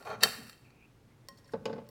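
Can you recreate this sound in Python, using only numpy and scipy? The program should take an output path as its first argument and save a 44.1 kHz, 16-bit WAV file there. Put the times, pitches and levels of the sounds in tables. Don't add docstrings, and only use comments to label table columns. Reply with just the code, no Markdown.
import sys
import numpy as np
from scipy import signal
from scipy.fft import rfft, irfft
from scipy.io import wavfile
from scipy.ndimage import uniform_filter1d

SR = 44100
rng = np.random.default_rng(int(sys.argv[2]) if len(sys.argv) > 2 else 0)


def field_ratio(decibels):
    return 10 ** (np.asarray(decibels, dtype=float) / 20)


def to_wav(sig):
    pcm = np.clip(np.atleast_2d(sig), -1, 1) * 32767
    pcm = np.round(pcm).astype(np.int16)
    wavfile.write(sys.argv[1], SR, pcm.T)


N = 83790
CRACK_T60_S = .013


def level(x, db):
    return x * field_ratio(db) / np.sqrt(np.mean(x ** 2))


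def curve(points, col):
    rows = np.array(points, float)
    return np.interp(np.arange(N) / SR, rows[:, 0], rows[:, col])


def band(x, lo_hz, hi_hz):
    edges = [lo_hz, min(hi_hz, .45 * SR)]
    return signal.sosfilt(signal.butter(N=2, Wn=edges, btype="band", fs=SR, output="sos"), x)


def ring(x, modes):
    total = 0
    for k, (hz, db, t60) in enumerate(modes):
        decay = np.log(1000) / (max(t60, .004) * SR)
        pole = np.exp(2j * np.pi * hz / SR - decay)
        sign = (-1) ** k
        total = total + sign * field_ratio(db) * signal.lfilter([1], [1, -pole], x).imag
    return total


def wide(peaks):
    return [(hz, db, np.log(1000) / (np.pi * width)) for hz, width, db in peaks]


def dense(x, t60):
    samples = SR // 4
    tail = rng.standard_normal(samples) * 1000 ** (-np.arange(samples) / SR / t60)
    return signal.fftconvolve(x, tail / np.sqrt(np.sum(tail ** 2)))[:N]


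def grains():
    grains_per_s, spread_db, biggest = 5300, 3.5, 3.5
    on = rng.random(N) < grains_per_s / SR
    sign = np.sign(rng.standard_normal(N))
    size = np.minimum(rng.exponential(size=N), biggest)
    return level(on * sign * field_ratio(spread_db * size), 0)


def blows(hits, click=.65):
    sharp_contact_ms = 1.2
    x, t = np.zeros(N + 1200), np.arange(1200) / SR
    for (s, db, ms, hz), noise in zip(hits, rng.standard_normal((len(hits), 1200))):
        ms = max(ms, .05)
        rattle = noise * np.sqrt(t) * np.exp(-t * 1000 / ms)
        rattle = rattle / np.sqrt(np.sum(rattle ** 2))
        share = click * min(sharp_contact_ms / ms, 1)
        burst = rattle * (1 - share) + share * (t == 0)
        start = int(s * SR)
        x[start:start + 1200] += field_ratio(db) * band(burst, 410, hz)
    return x[:N]


def knife():
    # t/s, relative level/dB, contact time constant/ms, upper cut-off f/Hz
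    knife_hits = [(.0253, -47, 0.57, 5960), (.0498, -50.5, 0.31, 6900), (.1022, -48, 1, 6840),
                  (.2075, -35, 3.7, 7440), (.219, -33, 2.3, 5970), (.2265, -21, 6.7, 6300),
                  (.2341, -4.5, 1.4, 13000), (.2375, -18, 3.6, 12700), (.4956, -40, 0.8, 14400),
                  (.5295, -47, 0.94, 8900), (.5785, -60, 0.53, 12140), (.7048, -56, .6, 6045)]
    # f/Hz, relative level/dB, t60/s
    knife_modes = [(519, -4.5, 0.042), (1183.4, -6.5, 0.0067), (1355, 3.5, 0.025), (1634, -7.5, 0.026),
                   (1876, 3, 0.018), (2510, -5.5, .018), (2678, -6, 0.046), (3145, -3, 0.084),
                   (3730, 2, 0.03), (4270, 8, 0.011), (4530, 1.5, 0.06), (4695, 0.5, 0.012),
                   (5505, 4.5, 0.0091), (5838, -7, 0.0073), (7320, -9, 0.036), (7593, 1, 0.011),
                   (8905, -7.5, 0.038), (10140, -10.5, 0.014), (11235, -2, 0.037), (13100, -2, .03),
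                   (14660, -11, .03)]
    # t/s, level of the dull part/dB, relative level of the blade/dB
    saw = [(0, -53.5, -60), (.05, -60.5, -63.5), (.054, -48, -57), (.075, -38, -58.5), (.092, -46, -55.5),
           (.1, -36.5, -59), (.13, -41, -61.5), (.159, -42, -72), (.166, -52.5, -74.5), (.2, -57, -72),
           (.215, -49, -58.5), (.232, -36.5, -31), (.26, -39.5, -37.5), (.33, -62.5, -44.5),
           (.42, -60, -55), (.5, -92, -55), (.56, -88.5, -68), (.7, -74, -75.5), (.75, -79.5, -127)]
    # f/Hz, nominal width/Hz (ring floors it at 4 ms), relative level/dB
    sawn_peaks = [(425, 44, 1), (552, 79, 1.5), (631, 80, 2.5), (760, 80, 4), (887.5, 100, 1.5),
                  (1122, 120, 1), (1393, 60, -1), (1800, 160, -3), (2464, 110, -7.5), (3170, 33, -17.5),
                  (3780, 120, -16), (4340, 80, -13), (6260, 900, -9.5)]
    # f/Hz, width/Hz, relative level/dB
    slid_peaks = [(1463, 340, 5.5), (1756, 350, 5.5), (2750, 200, 1), (2903, 490, -7), (3850, 170, -6.5),
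                  (4290, 290, 3.5), (5820, 440, -5), (7320, 300, -4), (11300, 250, -10.5), (13300, 230, -5)]
    # t/s, relative level/dB
    crackles = [(.4175, -56.5), (.4293, -52.5), (.4415, -59.5), (0.449, -59), (0.4768, -49.5), (.4895, -57),
                (0.558, -56.5), (1.8894, -46), (1.897, -52.5)]

    hits = blows(knife_hits)
    rub = band(grains() * field_ratio(curve(saw, col=2)), 700, 14000)
    dull = ring(grains(), wide(sawn_peaks))
    dull = band(band(dull, 370, 12000), 370, 12000)
    dull = level(dull, 0) * field_ratio(curve(saw, col=1))
    crackle = band(blows([(s, db, .2, 18000) for s, db in crackles]), 11500, 18000)

    struck = field_ratio(-10.0) * ring(hits, knife_modes)
    crack = field_ratio(12.5) * dense(hits, CRACK_T60_S)
    slide = field_ratio(-23.5) * ring(rub, wide(slid_peaks))
    return struck + crack + slide + field_ratio(-4.5) * rub + dull + field_ratio(16.0) * crackle


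def fork():
    # t/s, relative level/dB, contact time constant/ms, upper cut-off f/Hz
    fork_hits = [(1.286, -35, 0.88, 15000), (1.372, -51.5, 6.6, 16000), (1.383, -50.5, 4.2, 9000),
                 (1.4441, -52.5, 3, 6050), (1.455, -48.5, 4.5, 4000), (1.475, -52, 6.4, 12000),
                 (1.5179, -50, 7, 12900), (1.8667, -59, 2, 7040), (1.8895, -49, 0.71, 16700)]
    # f/Hz, relative level/dB, t60/s
    fork_modes = [(556, -9, .13), (1061, -7, .17), (1490, -22, .04), (1885, -11.5, .33), (2070, -20, .04),
                  (3170, -14, .06), (3740, -16, .03), (4420, 4, .016), (5540, 0, .035), (7440, -12, .02),
                  (8250, -13, .03), (8830, -11, .04), (11700, -14, .025), (13900, -14, .03),
                  (15240, -11, .03)]
    # t/s, grain level before the band-pass/dB
    shuffle = [(1.28, -96.5), (1.3, -96.5), (1.36, -77.5), (1.39, -73), (1.42, -77), (1.46, -81),
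               (1.52, -69), (1.56, -91.5), (1.6, -90.5)]

    hits = blows(fork_hits, click=.88)
    rub = band(grains() * field_ratio(curve(shuffle, col=1)), 500, 12000)
    return field_ratio(-7.0) * ring(hits, fork_modes) + field_ratio(12.0) * dense(hits, CRACK_T60_S) + rub


def table():
    # t/s, relative thud level/dB, relative tick level/dB, tick upper cut-off f/Hz
    knocks = [(.2105, -54, -73, 3020), (1.5356, -25.5, -47, 5400), (1.6555, -29, -34, 12100),
              (1.678, -33.5, -58, 2990), (1.6964, -31, -53.5, 5210), (1.7294, -33, -45, 4900),
              (1.7604, -37, -56, 2900), (1.7813, -35, -53.5, 3950), (1.815, -46, -79, 2480)]
    # f/Hz, relative level/dB, t60/s
    table_modes = [(111.56, -7, 0.083), (200.7, -6.5, 0.11), (228.7, -4.5, 0.088), (310, -12.5, 0.079),
                   (404, -12.5, 0.062), (458, 3.5, 0.068), (534.3, -4, 0.11), (581.2, -8.5, 0.15),
                   (675, -17.5, 0.027), (866, -2.5, 0.06), (1104, -6, .08), (1517, -7.5, 0.11),
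                   (2260, -15.5, 0.036), (2670, -18.5, 0.03), (2840, -17, 0.048), (3240, -21, .03),
                   (3530, -18.5, .015), (4046, -19, 0.084), (4500, -19, 0.061), (5180, -19.5, 0.018),
                   (5500, -22, 0.035), (5970, -29.5, .04)]
    # t/s, level/dB
    shift = [(0, -35), (.03, -81), (.1, -52.5), (.2, -59), (.25, -43.5), (.34, -70), (.39, -49.5),
             (.49, -62.5), (.55, -95), (.7, -91), (1.25, -87.5), (1.33, -57.5), (1.41, -68), (1.46, -93),
             (1.53, -72), (1.56, -45.5), (1.65, -56.5), (1.75, -45.5), (1.83, -62), (1.9, -65)]

    thuds = np.zeros(N)
    for s, db, _, _ in knocks:
        thuds[int(s * SR)] = field_ratio(db)
    thuds = band(thuds, 110, 806)
    ticks = blows([(s, db, .4, hz) for s, _, db, hz in knocks])

    tick_clatter = band(band(dense(ticks, t60=.055), 760, 5500), 700, 6500)
    thud_clatter = band(dense(thuds, t60=.13), 520, 2500)
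    clatter = field_ratio(28.5) * tick_clatter + field_ratio(28) * thud_clatter
    rumble = band(ring(band(grains(), 52, 260), table_modes), 70, 300)
    rumble = level(rumble, 0) * field_ratio(curve(shift, col=1))
    ringing = band(ring(thuds + field_ratio(9.5) * ticks, table_modes), 160, 6000)
    return field_ratio(-3) * ringing + clatter + field_ratio(9.0) * ticks + rumble


def rubbing():
    # t/s, level/dB, centre f/Hz
    rub_path = [(.63, -87.5, 2512), (.655, -64, 2532), (.69, -75.5, 2450), (.76, -75, 2420),
                (.8, -68.5, 2490), (.86, -67, 2550), (.885, -86.5, 2564), (1.08, -95.5, 2082),
                (1.12, -72.5, 2075), (1.17, -91.5, 2004), (1.48, -82, 1703), (1.497, -58.5, 1690),
                (1.515, -86.5, 1707)]
    width_hz = 380
    lowpass = signal.butter(N=2, Wn=width_hz / 2, fs=SR)
    envelope = signal.lfilter(*lowpass, grains() + 1j * grains())
    carrier = np.exp(2j * np.pi * np.cumsum(curve(rub_path, col=2)) / SR)
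    return level((envelope * carrier).real, 0) * field_ratio(curve(rub_path, col=1))


def room(x):
    level_db, low_t60_s, treble_t60_s, rise_ms = -13.5, .62, .33, .53
    t = np.arange(SR) / SR
    noise = rng.standard_normal(SR)
    low = signal.lfilter(*signal.butter(N=1, Wn=2500, fs=SR), noise)
    tail = low * 1000 ** (-t / low_t60_s) + (noise - low) * 1000 ** (-t / treble_t60_s)
    tail = tail * np.minimum(t * 1000 / rise_ms, 1)
    return signal.fftconvolve(x, tail * field_ratio(level_db) / np.sqrt(np.sum(tail ** 2)))[:N]


def floor():
    # f/Hz, relative level per Hz/dB
    floor_spectrum = [(15, -37), (25, -17.5), (87, -14), (123, -2.5), (190, -15.5), (229, -12.5),
                      (531, -21), (575, -27), (887, -26.5), (1700, -31.5), (16000, -48)]
    noise_db, hum_db, hum_hz, hum_width_hz = -61.5, -73, 117, 40
    hz = np.arange(N // 2 + 1) * SR / N + 1
    rows = np.array(floor_spectrum, float)
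    shape_db = np.interp(np.log(hz), np.log(rows[:, 0]), rows[:, 1])
    noise = irfft(rfft(rng.standard_normal(N)) * field_ratio(shape_db), N)
    swell = uniform_filter1d(uniform_filter1d(rng.standard_normal(N), size=2000), size=2000)
    swell_db = 0.5 * level(swell, 0)
    hum = ring(rng.standard_normal(N), wide([(hum_hz, hum_width_hz, 0)]))
    return level(noise, noise_db) * field_ratio(swell_db) + level(hum, hum_db)


def scene():
    near = knife() + fork() + table() + rubbing()
    return (near + room(near) + floor())[None]


def top_cut(x):
    return signal.sosfilt(signal.butter(12, 16780, fs=SR, output="sos"), x)


def record(dry):
    return top_cut(dry)


dry = scene()
out = record(dry)
to_wav(out)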